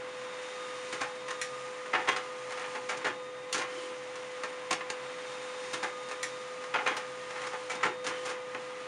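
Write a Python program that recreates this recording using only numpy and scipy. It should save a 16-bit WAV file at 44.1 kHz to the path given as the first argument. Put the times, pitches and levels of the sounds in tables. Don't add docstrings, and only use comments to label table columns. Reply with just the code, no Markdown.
import sys
import numpy as np
from scipy import signal
from scipy.fft import rfft, irfft
from scipy.io import wavfile

SR = 44100
rng = np.random.default_rng(int(sys.argv[2]) if len(sys.argv) > 2 else 0)


def unload_audio(sound):
    columns = np.transpose(np.atleast_2d(sound))
    steps = np.round(np.clip(columns, -1, 1) * 32767)
    wavfile.write(sys.argv[1], SR, steps.astype(np.int16))


N = 391166
TIME = np.arange(N) / SR
SHEET_S = 4.8


def amp(db):
    return 10 ** (np.asarray(db) / 20)


def unit(x):
    return x / np.sqrt(np.mean(x ** 2) + 1e-20)


def curve_at(points, hz):
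    f, value = np.transpose(points)
    return np.interp(np.log(hz + 1), np.log(f), value)


def wander(hz):
    f = np.fft.rfftfreq(N, 1 / SR)
    return unit(irfft(rfft(rng.standard_normal(N)) / (1 + (f / hz) ** 4), N))


def swell(middle_s, half_s):
    return np.exp(-((TIME - middle_s) / half_s) ** 2)


def tone(hz, flutter, drift, flutter_hz=11.7):
    turns = np.cumsum(hz * (1 + drift * wander(3.84))) / SR
    return np.sqrt(2) * np.sin(2 * np.pi * turns) * (1 + flutter * wander(flutter_hz))


# f/Hz, width/Hz, boost/dB
CASE_MODES = [(359, 62, 1.5), (509.5, 45, 5), (740, 78, -1), (835, 45, 2), (1075, 38, 0.5),
              (1260, 38, -1.5), (1293, 110, 2), (1634, 82, 0.5), (1920, 42, -2), (2065, 69, 2.5),
              (2317, 48, -2.5), (2740, 96, 1), (3340, 73, 0.5), (3700, 88, 2), (6220, 180, 3),
              (6880, 94, 2)]
def colour(x, eq, ring=0., size=4096):
    f = abs(np.fft.fftfreq(size, 1 / SR))
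    peaks_db = sum(db / (1 + (2 * (f - hz) / width) ** 2) for hz, width, db in CASE_MODES)
    log_gain = np.log(amp(curve_at(eq, f) + ring * peaks_db))
    taps = np.fft.ifft(np.exp(np.conj(signal.hilbert(log_gain)))).real
    return signal.oaconvolve(x, taps / np.linalg.norm(taps))[:N]


# middle t/s, half length/s, boost/dB
CAT_LEANS = [(3.8, 0.14, 2), (8.182, 0.26, 3)]
# f/Hz, level/dB, flutter depth
STEADY_TONES = [(132, -71, 0.76), (263.6, -74, .7), (311.5, -66, 0.25), (368.6, -70.5, .7),
                (415.5, -65, 0.35), (630, -67.5, .6), (760, -70, 0.81), (840, -66.5, 0.69),
                (1016, -60, 0.68), (1063, -64.5, 0.94), (2010, -67, 0.49), (2035, -67, 0.5),
                (2350, -70.5, 0.54)]
def scanner(whine_hz=504.05, whine_db=-43.5, sway_db=0.42):
    level_db = whine_db + sway_db * wander(12.0) + sum(db * swell(s, half) for s, half, db in CAT_LEANS)
    whine = amp(level_db) * tone(whine_hz, flutter=0.039, drift=0.00052)
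    return whine + sum(amp(db) * tone(hz, flutter, drift=0.001916) for hz, db, flutter in STEADY_TONES)


# t/s, paper level/dB, gear whirr level/dB
FEED_FADERS = [(0.04, -57.5, -44), (0.32, -54, -42.5), (0.92, -51, -42.5), (1.15, -55.5, -45),
               (1.55, -53.5, -44.5), (1.85, -55.5, -44.5), (2.1, -54.5, -42.5), (2.42, -54.5, -44.5),
               (2.62, -52.5, -40.5), (2.85, -54, -45.5), (3.08, -56.5, -43.5), (3.21, -60, -48),
               (3.4, -58.5, -47.5), (3.6, -59, -46.5), (3.85, -56.5, -44.5), (4.55, -55.5, -44)]
def feed_gain(layer):
    times, paper_db, whirr_db = np.transpose(FEED_FADERS)
    return amp(np.interp(TIME, times, {"paper": paper_db, "whirr": whirr_db}[layer], period=SHEET_S))


# f/Hz, level/dB
WHIRR_EQ = [(200, -33), (450, -7.5), (720, -4), (880, 2), (1100, 3.5), (1400, 2), (2100, 0.5), (2500, -1.5),
            (3200, -5.5), (4300, -12.5), (8000, -50), (12000, -67)]
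def gear_whirr(tooth_hz=209.5, throb=0.072, lumpy_db=0.76):
    tooth_cycles = np.cumsum(tooth_hz * (1 + 0.0054 * wander(3.1))) / SR
    teeth = 1 + throb * np.cos(2 * np.pi * tooth_cycles)
    rub = unit(rng.standard_normal(N) * teeth * amp(lumpy_db * wander(90)))
    return amp(-3.0) * feed_gain("whirr") * colour(rub, WHIRR_EQ, ring=0.46)


# start t/s, length/s, level/dB
ROLLER_PULLS = [(0.505, 0.3, -46.5), (1.26, 0.51, -48), (1.7, 1.7, -50), (5.84, 0.5, -49.5),
                (6.245, 1.46, -51.5), (7.9, 1.2, -53.5)]
def roller_pull(idle_db=-57, ramp_s=0.1, ease_db_per_s=1.6):
    power = amp(idle_db) ** 2
    for s, length, db in ROLLER_PULLS:
        t = np.clip(TIME - s, 0, length)
        grip = np.minimum(np.minimum(t, length - t) / ramp_s, 1)
        power = power + (grip * amp(db - ease_db_per_s * t)) ** 2
    return np.sqrt(power)


# t/s, level/dB
SHRILL_FADER = [(0.0, -68), (0.42, -60), (1.25, -60.5), (1.55, -62), (1.7, -78), (2.88, -87), (3.03, -63),
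                (3.48, -65), (3.65, -72), (4.4, -68), (4.75, -69), (5.3, -61.5), (6.42, -61), (6.6, -83),
                (7.62, -82), (7.76, -60.5), (8.08, -60), (8.3, -73), (8.87, -75)]
def gear_song(mesh_hz=612.8):
    second = roller_pull() * tone(2 * mesh_hz, flutter=0.21, drift=0.001575, flutter_hz=25)
    third = amp(-64.0) * tone(3 * mesh_hz, flutter=1.0, drift=0.00078)
    shrill_db = np.interp(TIME, *np.transpose(SHRILL_FADER)) + 2.5
    sixth = amp(shrill_db) * tone(6 * mesh_hz, flutter=0.21, drift=0.0005, flutter_hz=35)
    return second + third + sixth


# f/Hz, level/dB
PAPER_EQ = [(800, -17.5), (2000, 7), (3200, 3), (4500, 2), (7000, 2), (8000, 1), (9300, -2.5),
            (10300, -11.5), (10900, -22), (11400, -41), (12500, -69)]
def paper(catches_per_s=70, catch_db=-11, catch_decay_s=0.008, drag_db=0.5):
    slide = rng.standard_normal(N)
    catches = (rng.random(N) < catches_per_s / SR) * rng.uniform(.3, 1, N)
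    catch_envelope = signal.lfilter([1], [1, -np.exp(-1 / (catch_decay_s * SR))], catches)
    rasp = amp(catch_db) * unit(catch_envelope * rng.standard_normal(N))
    drag = amp(drag_db * wander(7))
    return amp(2.0) * feed_gain("paper") * drag * colour(slide + rasp, PAPER_EQ, ring=.2)


# f/Hz, level/dB
FAN_EQ = [(20, -24), (50, -47), (80, -6.5), (125, -8.5), (165, 1), (270, 3), (400, 1), (600, 5), (1000, -5),
          (3000, -69), (8000, -73)]
def fan():
    return amp(-56.0) * colour(rng.standard_normal(N), FAN_EQ, ring=0.51)


# f/Hz, level/dB
HISS_EQ = [(20, -3), (100, 2), (1000, -7), (2600, -29), (4000, 14), (6500, 4), (10000, -1.5), (11500, -37)]
def hiss():
    return amp(-78.5) * np.array([colour(rng.standard_normal(N), HISS_EQ) for _ in range(2)])


# delay/s, knock and thump/dB, snap/dB
MECHANISM_HITS = [(0.925, -28, -37, -48.5, -71, 0.19, 0.0065, 0.5, 3.5),
                  (1.006, -27.5, -40.5, -42.5, -38, 0.14, 0.017, -6, -16),
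                  (1.011, -22.5, -35, -51, -34.5, 0.15, 0.017, 0.5, -0.5),
                  (1.281, -30, -43, -62, -63, 0.12, .005, -3, -0.5),
                  (1.304, -26, -38, -63, -62, 0.11, 0.007, -2.5, -3.5),
                  (1.858, -27, -45, -57, -51, 0.049, -0.021, 1, 3),
                  (1.932, -16, -44.5, -43, -29, 0.12, 0.0062, -0.5, 2),
                  (1.948, -14, -46, -54, -33, 0.07, 0.008, -2.5, -9),
                  (1.979, -27, -66, -50, -37.5, 0.23, -0.001, -0.5, -3),
                  (2.073, -18.5, -44, -58, -36.5, 0.24, -0.0135, -0.5, 1),
                  (2.085, -14, -28.5, -37, -49, 0.064, -0.012, -1.5, -5.5),
                  (2.115, -33, -42, -47.5, -43, 0.13, -0.013, 3, -6),
                  (2.161, -25.5, -37, -61, -39, 0.14, 0.0039, -0.5, 1),
                  (2.748, -27, -48, -47.5, -39.5, 0.14, -0.0164, 0, 1),
                  (2.889, -24, -38, -66, -43, 0.13, 0.0079, -1.5, 0),
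                  (2.898, -29, -41, -52, -44, 0.35, 0.013, -2, 0.5),
                  (2.97, -39, -39.5, -47, -60, 0.082, -0.018, 4, -1),
                  (3.011, -31, -52, -66, -55, 0.08, -0.0048, -2, -3),
                  (3.044, -17, -38.5, -42, -37.5, 0.14, -0.0145, 1.5, 0.5),
                  (3.064, -24.5, -41, -40, -40, 0.18, -0.013, 1, 1)]
def clacks(rise_s=0.0034):
    hits = [(s + sheet * (SHEET_S + delay), knock + sheet * harder, snap + sheet * brighter,
             thump + sheet * harder, hollow, t60, rise_s)
            for sheet in range(2)
            for s, knock, snap, thump, hollow, t60, delay, harder, brighter in MECHANISM_HITS]
    return blows(hits, knock_db=-6.0, snap_db=2.5, thump_db=3.5, hollow_db=-2.0,
                 ring_db=-20.0, crack=0.056, chatter_db=1.6)


# f/Hz, level/dB
KNOCK_EQ = [(100, -37.5), (300, -14), (450, -3.5), (600, -6), (750, -3), (1100, 2), (1450, 1), (2100, 0),
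            (3000, -7.5), (4000, -16.5), (4700, -19), (7000, -28.5), (10500, -62), (12000, -81)]
SNAP_EQ = [(500, -14), (1400, 3.5), (2200, 4.5), (4200, 6), (5200, 5), (6700, 6), (8000, 4), (9300, 1),
           (10800, -13.5), (12000, -69), (14000, -51)]
THUMP_EQ = [(30, -28), (70, -26), (115, -5), (160, -4.5), (205, -2.5), (270, 2.5), (380, 3), (600, -4),
            (1200, -44), (4000, -70), (11000, -99)]
HOLLOW_EQ = [(30, -91), (200, -59), (600, -15), (740, 4.5), (800, 3.5), (880, 3), (1050, -32.5),
             (2000, -46), (6000, -87)]
def blows(hits, knock_db, snap_db, thump_db, hollow_db, ring_db, crack, chatter_db, bounce_share=0.47):
    knock, snap, thump, hollow = np.zeros((4, N))
    for s, mid_db, bright_db, low_db, cavity_db, t60, rise_s in hits:
        start = round(s * SR)
        span = slice(start, min(start + SR // 2, N))
        t = TIME[span] - TIME[start]
        attack = 1 - np.exp(-t / rise_s)
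        decay = amp(-60 * t / t60) + crack * np.exp(-t / 0.0031)
        power = (attack * decay) ** 2
        knock[span] += amp(mid_db) ** 2 * power
        snap[span] += amp(bright_db) ** 2 * power * np.exp(-t / 0.016)
        thump[span] += amp(low_db) ** 2 * power * (1 - np.exp(-t / 0.0013))
        hollow[span] += amp(cavity_db) ** 2 * power
    chatter = unit(amp(chatter_db * wander(300)))
    out = case_ring(hits, ring_db)
    bounces = rattle()
    for power, eq, trim_db in [(knock, KNOCK_EQ, knock_db), (snap, SNAP_EQ, snap_db),
                               (thump, THUMP_EQ, thump_db), (hollow, HOLLOW_EQ, hollow_db)]:
        grit = np.sqrt(bounce_share) * bounces * rng.choice([-1, 1], N)
        noise = np.sqrt(1 - bounce_share) * chatter * rng.standard_normal(N)
        out += amp(trim_db) * colour(np.sqrt(power) * (grit + noise), eq, ring=1.)
    return out


def case_ring(hits, ring_db, spread_db=-0.5, damping=0.81, above_hz=480):
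    hz, width, mode_db = np.transpose(CASE_MODES)[:, :, None]
    t, out = TIME[:SR // 5], np.zeros(N)
    attack, decay = 1 - np.exp(-t / 0.0016), np.exp(-np.pi * damping * width * t)
    for s, knock_db, *_ in hits:
        where, phase = rng.uniform(-1.23, 1, (2, len(CASE_MODES), 1))
        gains = amp(mode_db + curve_at(KNOCK_EQ, hz) + spread_db * where)
        ring = attack * (gains * decay * np.sin(2 * np.pi * hz * t + np.pi * phase)).sum(0)
        slot = out[round(s * SR):][:len(t)]
        slot += amp(knock_db + ring_db) * ring[:len(slot)]
    low_cut = signal.butter(4, above_hz, "highpass", fs=SR, output="sos")
    return signal.sosfilt(low_cut, out)


def rattle(contacts_per_s=500):
    count = np.cumsum(contacts_per_s * amp(4 * wander(200))) / SR
    impulses = np.diff(np.floor(count), prepend=0)
    return unit(impulses * rng.choice([-1, 1], N) * rng.uniform(0.54, 1, N))


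# t/s, level/dB
LATCH_SNAPS = [(1.414, -31.5), (6.229, -31.5)]
# f/Hz, level/dB
CLICK_EQ = [(500, -14), (1400, 5), (1900, 12.5), (2500, 2), (3000, 2), (3400, 3), (4200, 4), (4600, -1),
            (5200, 1), (5750, 8.5), (6400, 0), (7500, 6), (8200, -5), (9500, -0.5), (10800, -10),
            (12000, -46)]
# f/Hz, level/dB, t60/s
SPRING_MODES = [(1780, -17, 0.091), (1910, 4, 0.11), (2230, 1, 0.13), (2430, -2, 0.13), (3330, -6, 0.11),
                (4130, 1, 0.073), (5680, -4, 0.11), (5700, -18, 0.12), (7050, -13, 0.13), (7600, -1, .11),
                (9080, -11, .13), (9300, -7, 0.11)]
def latch(click_db=-1, click_t60=0.15, spring_db=-7.0, crack=0.78, crack_s=0.0043):
    click, ring = np.zeros((2, N))
    for s, db in LATCH_SNAPS:
        t = np.maximum(TIME - s, 0)
        strike = amp(db) * (1 - np.exp(-t / 0.00085))
        decay = amp(-60 * t / click_t60) + crack * np.exp(-t / crack_s)
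        click += strike * decay * rng.standard_normal(N)
        for hz, mode_db, t60 in SPRING_MODES:
            ring += strike * amp(mode_db - 60 * t / t60) * np.sin(2 * np.pi * (hz * t + rng.random()))
    return amp(click_db) * colour(click, CLICK_EQ) + amp(spring_db) * ring


# t/s, level/dB
HARD_TOUCHES = [(1.414, -27), (3.526, -25), (4.707, -30), (5.731, -33), (6.229, -28), (6.965, -33),
                (8.275, -36)]
def ticks(trim_db=-20, t60=0.032, band_hz=(12000, 14500)):
    t, envelope = TIME[:SR // 10], np.zeros(N)
    for s, db in HARD_TOUCHES:
        envelope[round(s * SR):][:len(t)] += amp(db - 60 * t / t60)
    top_band = signal.butter(4, band_hz, "bandpass", fs=SR, output="sos")
    return amp(trim_db) * signal.sosfilt(top_band, envelope * rng.standard_normal(N))


# t/s, level/dB
CLUTCH_HITS = [(1.934, -30.5), (6.740, -33)]
STOP_HITS = [(2.086, -30.5), (6.872, -34.5)]
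FLAP_HITS = [(2.163, -43), (6.968, -47)]
LEVER_HITS = [(2.893, -35), (3.046, -41), (7.703, -34), (7.831, -33)]
# f/Hz, level/dB, t60/s
CLUTCH_RING = [(1403, -1, 0.16), (1860, -15, .16), (2520, -4, .13), (3350, -22, 0.12), (3740, -24, 0.1),
               (3990, -19, 0.13), (4810, -18, .12)]
STOP_RING = [(1790, -9, 0.12), (2040, -0.5, 0.15), (2290, 0, .13), (2870, -9, 0.15), (3264, -4, 0.14),
             (3620, -5, 0.13), (3960, -6, .11), (6260, -6, 0.093)]
FLAP_RING = [(1340, 11, 0.12), (2940, 0, 0.14), (3590, -6, .1), (4080, 2.5, 0.063), (4970, 5, 0.061)]
LEVER_RING = [(1257, -3.5, 0.088), (2300, 2, 0.12), (3140, -22, 0.092), (5340, -19, .1), (6900, -8, .09),
              (7480, -10, .09)]
def part_rings(rise_s=0.0011):
    t, out = TIME[:SR // 4], np.zeros(N)
    attack = 1 - np.exp(-t / rise_s)
    for hits, modes in [(CLUTCH_HITS, CLUTCH_RING), (STOP_HITS, STOP_RING),
                        (FLAP_HITS, FLAP_RING), (LEVER_HITS, LEVER_RING)]:
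        for s, db in hits:
            ring = sum(amp(mode_db - 60 * t / t60) * np.sin(2 * np.pi * (hz * t + rng.random()))
                       for hz, mode_db, t60 in modes)
            out[round(s * SR):][:len(t)] += amp(db) * attack * ring
    return out


# t/s, knock/dB, snap/dB
SHEET_BUCKLES = [(2.507, -31, -45), (2.520, -28.5, -40), (2.573, -26, -45), (2.594, -30.5, -45),
                 (2.620, -31, -46), (2.641, -28, -49), (2.660, -34, -50), (7.305, -32, -49),
                 (7.357, -27, -51), (7.378, -31, -53), (7.416, -28, -42), (7.437, -30, -43),
                 (7.447, -27, -48), (7.467, -27, -37.5)]
def crackles(thump_db=-62, hollow_db=-55, t60=0.072, rise_s=0.0018):
    hits = [(s, knock, snap, thump_db, hollow_db, t60, rise_s) for s, knock, snap in SHEET_BUCKLES]
    return blows(hits, knock_db=-8.0, snap_db=0.5, thump_db=0.0, hollow_db=1.0,
                 ring_db=-23.0, crack=0.35, chatter_db=3.0)


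# t/s, knock/dB, snap/dB, thump/dB, hollow/dB, rattle t60/s, rise/s
PAW_HITS = [(3.526, -44, -31.5, -59, -58, 0.24, 0.0016), (3.543, -26.5, -35, -44.5, -43, 0.17, 0.002),
            (3.577, -34.5, -40.5, -61, -47, 0.54, 0.0018), (3.613, -27, -43, -67, -50, 0.11, 0.0043),
            (4.155, -39.5, -48, -59, -56, 0.093, .002), (4.434, -30, -45, -56, -61, 0.12, 0.00081),
            (4.707, -21, -29, -40.5, -30, 0.074, 0.0032), (4.726, -25, -31, -43, -43, 0.072, 0.0024),
            (4.807, -28.5, -62, -65, -53, 0.056, 0.0027), (4.900, -31, -36.5, -54, -49, 0.069, 0.00096),
            (8.041, -34.5, -43, -57, -58, 0.22, 0.0047), (8.065, -31.5, -39.5, -55, -47, 0.45, 0.001),
            (8.25, -30.5, -37.5, -55, -46, 0.27, 0.0084), (8.286, -34.5, -40.5, -66, -49, 0.34, 0.0088),
            (8.546, -29, -56, -52, -32.5, 0.06, 0.0011)]
def paws():
    return blows(PAW_HITS, knock_db=-2.0, snap_db=5.5, thump_db=8.5, hollow_db=-2.5,
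                 ring_db=-15, crack=0.21, chatter_db=1.0)


# middle t/s, half length/s, level/dB, tray murmur offset/dB
PAW_SCRAPES = [(3.803, 0.13, -45, -2), (8.197, 0.13, -46, -10)]
def scrapes(rasp_hz=3070, tray_hz=350, rasp_db=-8, rustle_db=-5):
    rasp = (wander(50) + wander(400)) * np.cos(2 * np.pi * rasp_hz * TIME)
    tray = wander(63) * np.cos(2 * np.pi * tray_hz * TIME)
    sheet = amp(rasp_db) * rasp + amp(rustle_db) * colour(rng.standard_normal(N), PAPER_EQ)
    return sum(amp(db) * swell(s, half) * (sheet + amp(tray_db) * tray)
               for s, half, db, tray_db in PAW_SCRAPES)


# f/Hz, t60/s
ROOM_DECAY = [(100, 0.18), (500, 0.34), (1500, 0.27), (4000, 0.23), (10000, 0.16)]
def room(x, density=0.08, predelay_s=0.006):
    length = SR // 2
    taps = rng.standard_normal(length) * (rng.random(length) < density) * (TIME[:length] > predelay_s)
    hz, t, bands = signal.stft(taps, SR, nperseg=256)
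    decay = amp(-60 * t / curve_at(ROOM_DECAY, hz)[:, None])
    tail = signal.istft(bands * decay, SR, nperseg=256)[1]
    return signal.oaconvolve(x, tail / np.linalg.norm(tail))[:N]


def scene():
    hits = clacks() + part_rings() + crackles() + paws() + latch() + ticks()
    reverb = amp(-7.5) * room(hits)
    running = scanner() + gear_whirr() + gear_song() + paper() + fan()
    return hits + reverb + running + scrapes() + hiss()


def record(dry, notch_hz=7900, width_hz=600, notch_db=-8, cutoff_hz=15000):
    f = np.fft.rfftfreq(N, 1 / SR)
    port = amp(notch_db / (1 + (2 * (f - notch_hz) / width_hz) ** 2))
    notched = irfft(rfft(dry) * port, N)
    lowpass = signal.firwin(511, cutoff_hz, window=("kaiser", 9), fs=SR)
    return signal.oaconvolve(notched, lowpass[None], "same")


dry = scene()
out = record(dry)
unload_audio(out)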